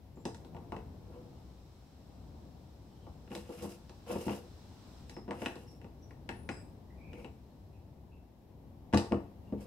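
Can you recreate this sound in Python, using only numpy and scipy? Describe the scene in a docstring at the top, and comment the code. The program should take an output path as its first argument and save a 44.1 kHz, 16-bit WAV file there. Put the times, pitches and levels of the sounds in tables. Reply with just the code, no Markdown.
"""Screwdriver in a light fitting.

A screwdriver works in a plastic fitting on a wooden bench, by a plastic bucket; the fitting is slid
about and knocked down. Each contact rings bench, bucket, shell and steel tip, favouring the one struck;
harder contacts bring out the small parts. A small workshop echoes, over rumble, hiss and far birds."""
import sys
import numpy as np
from scipy import signal
from scipy.fft import rfft, irfft
from scipy.io import wavfile
from scipy.ndimage import uniform_filter1d

SR = 44100
rng = np.random.default_rng(int(sys.argv[2]) if len(sys.argv) > 2 else 0)


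def master_out(mix):
    """Clip the mix to full scale and print it as 16-bit PCM to the path in sys.argv[1]."""
    frames = np.transpose(np.atleast_2d(mix))
    ceiling = np.clip(frames, -1, 1)
    pcm = np.round(ceiling * 32767).astype(np.int16)
    wavfile.write(sys.argv[1], SR, pcm)


N = 426006
TIME_S = np.arange(N) / SR

# room rumble and high hiss, spectra: freq_hz, relative_db
RUMBLE_SPECTRUM = [(20, -18), (40, -16), (60, 1), (90, -1), (150, -6.5), (250, -9), (450, -18),
                   (900, -22.5), (1300, -37.5), (2500, -41), (4500, -46), (9000, -53.5), (13000, -45),
                   (16000, -51.5)]
HISS_SPECTRUM = [(1000, 7), (2000, -4), (3400, -1), (4050, 2.5), (4500, -2), (5300, 1.5), (6700, -8),
                 (7800, -5), (9500, -14.5), (15000, -17)]
# room rumble and high hiss, envelopes: time_s, level_db
RUMBLE_ENVELOPE = [(0, -51.5), (.7, -50.5), (1.6, -53.5), (4.7, -52.5), (6.6, -52), (8.3, -54),
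                   (9.66, -50.5)]
HISS_ENVELOPE = [(0, -75), (1.5, -68), (2.9, -69.5), (5.0, -62), (5.3, -75), (7.5, -74), (8.2, -81.5),
                 (9.66, -77)]
# far bird notes: start_s, length_s, pitch_hz, relative_db
BIRD_NOTES = [(.15, .09, 7260, -81), (2.88, 0.2, 3070, -77), (5.131, 0.048, 5350, -63.5),
              (5.67, .06, 5510, -67), (5.987, 0.056, 5550, -72.5), (6.302, 0.33, 9500, -70.5),
              (6.477, .11, 5090, -65), (6.498, 0.14, 7820, -66), (6.56, 0.074, 2480, -69),
              (6.884, .06, 1960, -75), (6.96, 0.283, 2348, -63.5), (7.723, .06, 2586, -79),
              (8.106, 0.062, 2650, -72), (9.43, .06, 2686, -78.5)]
# bench top and air in the bucket: freq_hz, relative_db, t60_s
BENCH_MODES = [(70, -61, 0.38), (89.7, -19.5, 0.2), (127, -16.5, 0.21), (204.4, -1.5, 0.2),
               (235.2, 3.5, 0.068), (281.2, -3.5, 0.2), (336.4, -0.5, 0.16), (358.7, 0.5, 0.15),
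               (435.7, -4.5, 0.22), (480.8, 1.5, 0.14), (506, -10, 0.1)]
# bucket wall: freq_hz, relative_db, t60_s
BUCKET_MODES = [(549, -5.5, 0.068), (658, -8.5, 0.23), (705.4, 6.5, 0.083), (799, -1.5, 0.14),
                (874, 0, 0.095), (912.6, 5.5, 0.067), (960, -6, 0.034), (1084.5, -7, 0.12),
                (1138, -20, 0.11), (1153, -10, 0.069)]
# fitting's shell: freq_hz, relative_db, t60_s
SHELL_MODES = [(1468, 4.5, 0.031), (1540, -6, 0.017), (1683, 3, 0.017), (1799, -5.5, 0.13),
               (1876, 7.5, 0.015), (2040, -7.5, 0.052), (2090, -12.5, 0.015), (2470, -8.5, 0.058),
               (2586, -8.5, 0.13), (2648, 4.5, 0.051), (2850, 7, 0.022)]
# steel blade and terminals: freq_hz, relative_db, t60_s
TIP_MODES = [(3540, 5.5, 0.0061), (3985, 4.5, 0.0096), (4460, 4.5, 0.0053), (5080, 2.5, 0.012),
             (5580, -0.5, 0.0082), (5940, 0.5, 0.005), (7300, -1, 0.0069), (7940, -3.5, 0.015),
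             (8500, -16, 0.012), (9400, -12, 0.0092), (11000, -33, .005), (11050, -22, 0.0029)]
# drags over wood and plastic: start_s, length_s, force_db, hardness_0_to_1
DRAGS = [(1.063, 0.21, -55, 0), (3.302, .12, -45.5, 0.62), (3.425, 0.24, -51.5, 0.67),
         (3.572, 0.14, -48.5, .75), (3.691, 0.074, -51.5, 0.92), (4.064, 0.11, -35, 0.4),
         (4.159, 0.12, -44, 0.74), (4.254, 0.14, -41, 0.59), (5.075, 0.077, -57.5, 0.7),
         (5.342, 0.18, -44.5, 0.53), (5.454, 0.33, -61, 0.79), (7.119, 0.16, -52.5, 0.33),
         (9.576, 0.09, -51, 0.52)]
# taps and knocks: start_s, strength_db, hardness_0_to_1, struck_body
KNOCKS = [(.171, -52.5, 0.06, "shell"), (.2535, -36.5, 0.48, "tip"), (.346, -62, 0.94, "tip"),
          (.448, -57.5, 0.56, "tip"), (.547, -51.5, .42, "bucket"), (.566, -55.5, 0.67, "bucket"),
          (.721, -43, 0.59, "bucket"), (.765, -47, 0.61, "shell"), (3.067, -53.5, 0.2, "bucket"),
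          (3.277, -62, .72, "shell"), (3.307, -56, .6, "bench"), (3.317, -54.5, 0.85, "bucket"),
          (3.351, -47, 0.77, "tip"), (3.492, -43, 0, "tip"), (3.623, -44, 0.38, "tip"),
          (3.643, -40, 0.1, "shell"), (3.895, -54, 0.58, "tip"), (4.101, -45.5, 0.1, "bucket"),
          (4.154, -35, 0.04, "shell"), (4.265, -44.5, .2, "bench"), (4.281, -41, 0.6, "bucket"),
          (4.295, -48, 0.87, "bench"), (5.096, -60, .95, "tip"), (5.166, -45, 0.44, "shell"),
          (5.279, -40.5, 0.13, "shell"), (5.289, -56, 0.67, "bucket"), (5.3085, -42.5, 0.76, "bucket"),
          (5.419, -38.5, 0.56, "shell"), (5.451, -53, .8, "shell"), (5.4597, -38.5, 0.92, "shell"),
          (5.556, -47.5, 0.38, "tip"), (5.815, -59, .72, "shell"), (5.844, -51.5, 0.46, "shell"),
          (6.108, -58, 0.77, "shell"), (6.2907, -43, 0.89, "shell"), (6.4903, -40, 0.83, "shell"),
          (7.132, -62, 1, "bench"), (7.2455, -48.5, 0.67, "shell"), (8.928, -43.5, 0.67, "bucket"),
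          (8.9355, -22, 0.34, "shell"), (8.9425, -37.5, 0.8, "bucket"), (8.945, -41, 0.72, "tip"),
          (8.9736, -37.5, 0.79, "tip"), (8.983, -43, 0.63, "tip"), (9.112, -46.5, 0.3, "bench"),
          (9.121, -26.5, 0.26, "shell"), (9.524, -44.5, 0.12, "bench")]


def undb(db):
    """Decibels to gain."""
    return 10 ** (np.asarray(db) / 20)


def unit(x):
    """Scale to rms 1."""
    return x / np.sqrt(np.mean(x ** 2))


def colour(x, spectrum):
    """Filter by (freq_hz, gain_db) points."""
    hz, db = np.transpose(spectrum)
    bins_hz = np.fft.rfftfreq(x.shape[-1], 1 / SR)
    gain = undb(np.interp(np.log(bins_hz + 1), np.log(hz), db))
    return irfft(rfft(x) * gain, x.shape[-1])


def band(x, lo_hz, hi_hz):
    """Causal band-pass."""
    edges_hz = [lo_hz, min(hi_hz, SR / 2 - 1000)]
    return signal.sosfilt(signal.butter(3, edges_hz, "band", fs=SR, output="sos"), x)


def diffuse(size, apart_hz=1100):
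    """Stereo noise from all round: coherent in the bass, unrelated in the treble."""
    mid, side = rfft(rng.standard_normal((2, size)))
    coherence = .985 / (1 + (np.fft.rfftfreq(size, 1 / SR) / apart_hz) ** 2)
    mid *= np.sqrt((1 + coherence) / 2)
    side *= np.sqrt((1 - coherence) / 2)
    return irfft([mid + side, mid - side], size)


def fade(t, t60_s):
    """Exponential decay."""
    return np.exp(-np.log(1000) * t / t60_s)


def walk(rate_hz):
    """Smooth random wander, rms 1."""
    hold = int(SR / rate_hz)
    steps = np.repeat(rng.standard_normal(N // hold + 1), hold)
    return unit(uniform_filter1d(steps, hold)[:N])


def convolve(x, response):
    """Apply a stereo impulse response."""
    return signal.fftconvolve(np.atleast_2d(x), response, axes=1)[:, :N]


def add(out, x, start_s):
    """Mix x into out."""
    i = int(start_s * SR)
    out[:, i:i + x.shape[1]] += x[:, :N - i]


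def pan(x, left_db):
    """Raise left over right by left_db."""
    return x * undb(np.array([[left_db], [-left_db]]) / 2)


def background(waver_db=1.53, waver_below_hz=1200):
    """Room rumble with a wavering low end; hiss that rises over the first seconds, then drops sharply just
    after 5 s and again near 8 s."""
    room = unit(colour(diffuse(N, apart_hz=685), RUMBLE_SPECTRUM))
    room *= undb(np.interp(TIME_S, *np.transpose(RUMBLE_ENVELOPE)))
    low = colour(room, [(waver_below_hz, 0), (2 * waver_below_hz, -20)])
    rumble = room - low + low * undb(waver_db * walk(rate_hz=4))
    hiss = unit(colour(diffuse(N), HISS_SPECTRUM))
    hiss *= undb(np.interp(TIME_S, *np.transpose(HISS_ENVELOPE)))
    return pan(rumble, left_db=3) + hiss


def birds(flutter_depth_hz=115, bend_ratio=.018, throb_db=4.5, gain_db=1.5, direct_db=-5):
    """Thin whistles that bend at random, flutter and arrive mostly as echo."""
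    song = np.zeros((1, N))
    flutter_hz = flutter_depth_hz * walk(rate_hz=400)
    bend = bend_ratio * walk(rate_hz=30)
    throb = undb(gain_db + throb_db * walk(rate_hz=110))
    for start_s, length_s, pitch_hz, relative_db in BIRD_NOTES:
        i, n = int(start_s * SR), int(length_s * SR)
        hz = pitch_hz * (1 + bend[i:i + n]) + flutter_hz[i:i + n]
        envelope = undb(relative_db) * signal.windows.tukey(n, .3) * throb[i:i + n]
        note = envelope * np.sin(2 * np.pi * np.cumsum(hz) / SR)
        add(song, note[None], start_s)
    t = np.arange(SR) / SR
    echo = unit(diffuse(len(t)) * fade(t, t60_s=.4)) / np.sqrt(len(t))
    echo[:, 0] += undb(direct_db)
    return convolve(song, echo)


def workshop(wet_db, scatter_db=-5, near_s=.0036, wall_s=.0235, wall_db=-13, build_s=.0095):
    """Room response: direct path, echo and scatter off things on the bench, wall echo, short tail."""
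    t = np.arange(SR // 2) / SR
    noise = diffuse(len(t))
    low = signal.sosfilt(signal.butter(2, 2000, fs=SR, output="sos"), noise) * fade(t, t60_s=.37)
    high = band(noise, 2300, 22400) * fade(t, t60_s=.35)
    tail = (low + high) * np.minimum(t / build_s, 1)
    scatter = diffuse(len(t)) * fade(t, t60_s=.083) * (t > .002)
    response = undb(wet_db) * (unit(tail) + undb(scatter_db) * unit(scatter)) / np.sqrt(len(t))
    response[:, 0] += 1
    response[:, int(near_s * SR)] += undb(wet_db / 2 - 7)
    response[:, int(wall_s * SR)] += undb(wall_db)
    return response


def ring(modes, crack_db, crack_t60_s, rise_s, tilt_db_per_oct, spot_db=1.87, detune_ratio=.0037):
    """One blow on a body: the spot struck weights its modes; many dead modes make a brief crack."""
    t = np.arange(SR // 4) / SR
    hz, db, t60_s = np.transpose(modes)[:, :, None]
    lowest_hz, highest_hz = hz[0, 0], hz[-1, 0]
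    weight, shift, turn = rng.standard_normal((3, len(hz), 1))
    gain = undb(db + spot_db * weight + tilt_db_per_oct * np.log2(hz))
    waves = gain * fade(t, t60_s) * np.exp(2j * np.pi * hz * (1 + detune_ratio * shift) * t)
    # left is nearer; high modes reach the two sides out of step
    lead_rad = .58 * np.tanh(hz / 700) + turn * hz / 7000
    tone = np.array([(waves * np.exp(1j * side * lead_rad)).imag.sum(0) for side in (1, -1)])
    rise = 1 - np.exp(-t / rise_s)  # big, soft parts start slowly
    tone = band(tone * rise, lowest_hz * .87, highest_hz * 1.04)
    burst = diffuse(len(t), apart_hz=1940) * fade(t, crack_t60_s) * rise
    crack = band(burst, lowest_hz, highest_hz)
    return unit(tone) + undb(crack_db) * unit(crack)


def friction(soft_db, hard_db, slip_db=2, catch_db=1.5, peak_fraction=.44, edge_db=-12.5):
    """Dense, uneven slips and slower catches under a force that swells and lets go."""
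    force = np.zeros(N)
    for start_s, length_s, force_db, hardness in DRAGS:
        progress = (TIME_S - start_s) / length_s
        swell_db = np.interp(progress, [0, peak_fraction, 1], [edge_db, 0, edge_db])
        share_db = np.interp(hardness, [0, 1], [soft_db, hard_db])
        force += undb(force_db + share_db + swell_db) * (progress > 0) * (progress < 1)
    roughness_db = slip_db * walk(rate_hz=250) + catch_db * walk(rate_hz=50)
    return force * unit(undb(roughness_db))


def rub(modes, soft_db, hard_db, rasp_db, tilt_db_per_oct):
    """All drags on one body: friction sustains its modes and adds a broad rasp."""
    force = friction(soft_db, hard_db)
    body = ring(modes, crack_db=-7.5, crack_t60_s=.0096, rise_s=.00016,
                tilt_db_per_oct=tilt_db_per_oct, spot_db=5.5)
    body /= np.sqrt(np.sum(body ** 2) / 2)
    tone = convolve(force * rng.standard_normal(N), body)
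    rasp = force * unit(band(diffuse(N), modes[0][0], modes[-1][0] * 1.17))
    return convolve(tone + undb(rasp_db) * rasp, workshop(wet_db=-7.5))


def strike(body, modes, soft_db, hard_db, struck_db, crack_db, crack_t60_s, rise_s, wet_db,
           darken_per_oct=0, heavy_above_db=-42):
    """All knocks on one body: its share follows hardness, plus struck_db when hit directly."""
    # six random versions of the echo, used in turn so no one colouring dominates
    rooms = [workshop(wet_db) for _ in range(6)]
    blows = np.zeros((2, N))
    for k, (start_s, strength_db, hardness, struck_body) in enumerate(KNOCKS):
        share_db = np.interp(hardness, [0, 1], [soft_db, hard_db])
        level_db = strength_db + share_db + struck_db * (struck_body == body)
        # a heavy blow pushes longer and favours the low modes
        tilt_db_per_oct = -darken_per_oct * max(level_db - heavy_above_db, 0)
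        ringing = ring(modes, crack_db, crack_t60_s, rise_s, tilt_db_per_oct)
        blow = convolve(ringing, rooms[k % len(rooms)])
        attack_rms = np.sqrt(np.mean(blow[:, :SR // 50] ** 2))
        add(blows, blow / attack_rms * undb(level_db), start_s)
    return blows


def scene():
    """Four bodies, struck and rubbed, over birds and background."""
    bench = strike("bench", BENCH_MODES, soft_db=.5, hard_db=-.2, struck_db=11.5,
                   crack_db=-6.5, crack_t60_s=.1, rise_s=.0028, wet_db=-11.5, darken_per_oct=.55)
    bench += rub(BENCH_MODES, soft_db=2, hard_db=-4.5, rasp_db=-19, tilt_db_per_oct=1)
    bucket = strike("bucket", BUCKET_MODES, soft_db=-11, hard_db=-3.5, struck_db=7.5,
                    crack_db=-5.5, crack_t60_s=.12, rise_s=.0011, wet_db=-6)
    bucket += rub(BUCKET_MODES, soft_db=-11, hard_db=-14, rasp_db=-2.5, tilt_db_per_oct=5)
    shell = strike("shell", SHELL_MODES, soft_db=-30.5, hard_db=1.8, struck_db=1.3,
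                   crack_db=-2.5, crack_t60_s=.012, rise_s=.000067, wet_db=-3.5)
    shell += rub(SHELL_MODES, soft_db=-25, hard_db=-10.5, rasp_db=-1, tilt_db_per_oct=11)
    tip = strike("tip", TIP_MODES, soft_db=-41.5, hard_db=-9, struck_db=13,
                 crack_db=-8.5, crack_t60_s=.026, rise_s=.000084, wet_db=-1)
    tip += rub(TIP_MODES, soft_db=-32.5, hard_db=-11, rasp_db=5.5, tilt_db_per_oct=5)
    large_parts = pan(bench, left_db=2) + pan(bucket, left_db=2.5)
    small_parts = pan(shell, left_db=4) + pan(tip, left_db=-1.3)
    return large_parts + small_parts + birds() + background()


def record(dry):
    """Steep low-pass at 15.75 kHz."""
    return signal.sosfilt(signal.ellip(10, .2, 70, 15750, fs=SR, output="sos"), dry)


dry = scene()
out = record(dry)
master_out(out)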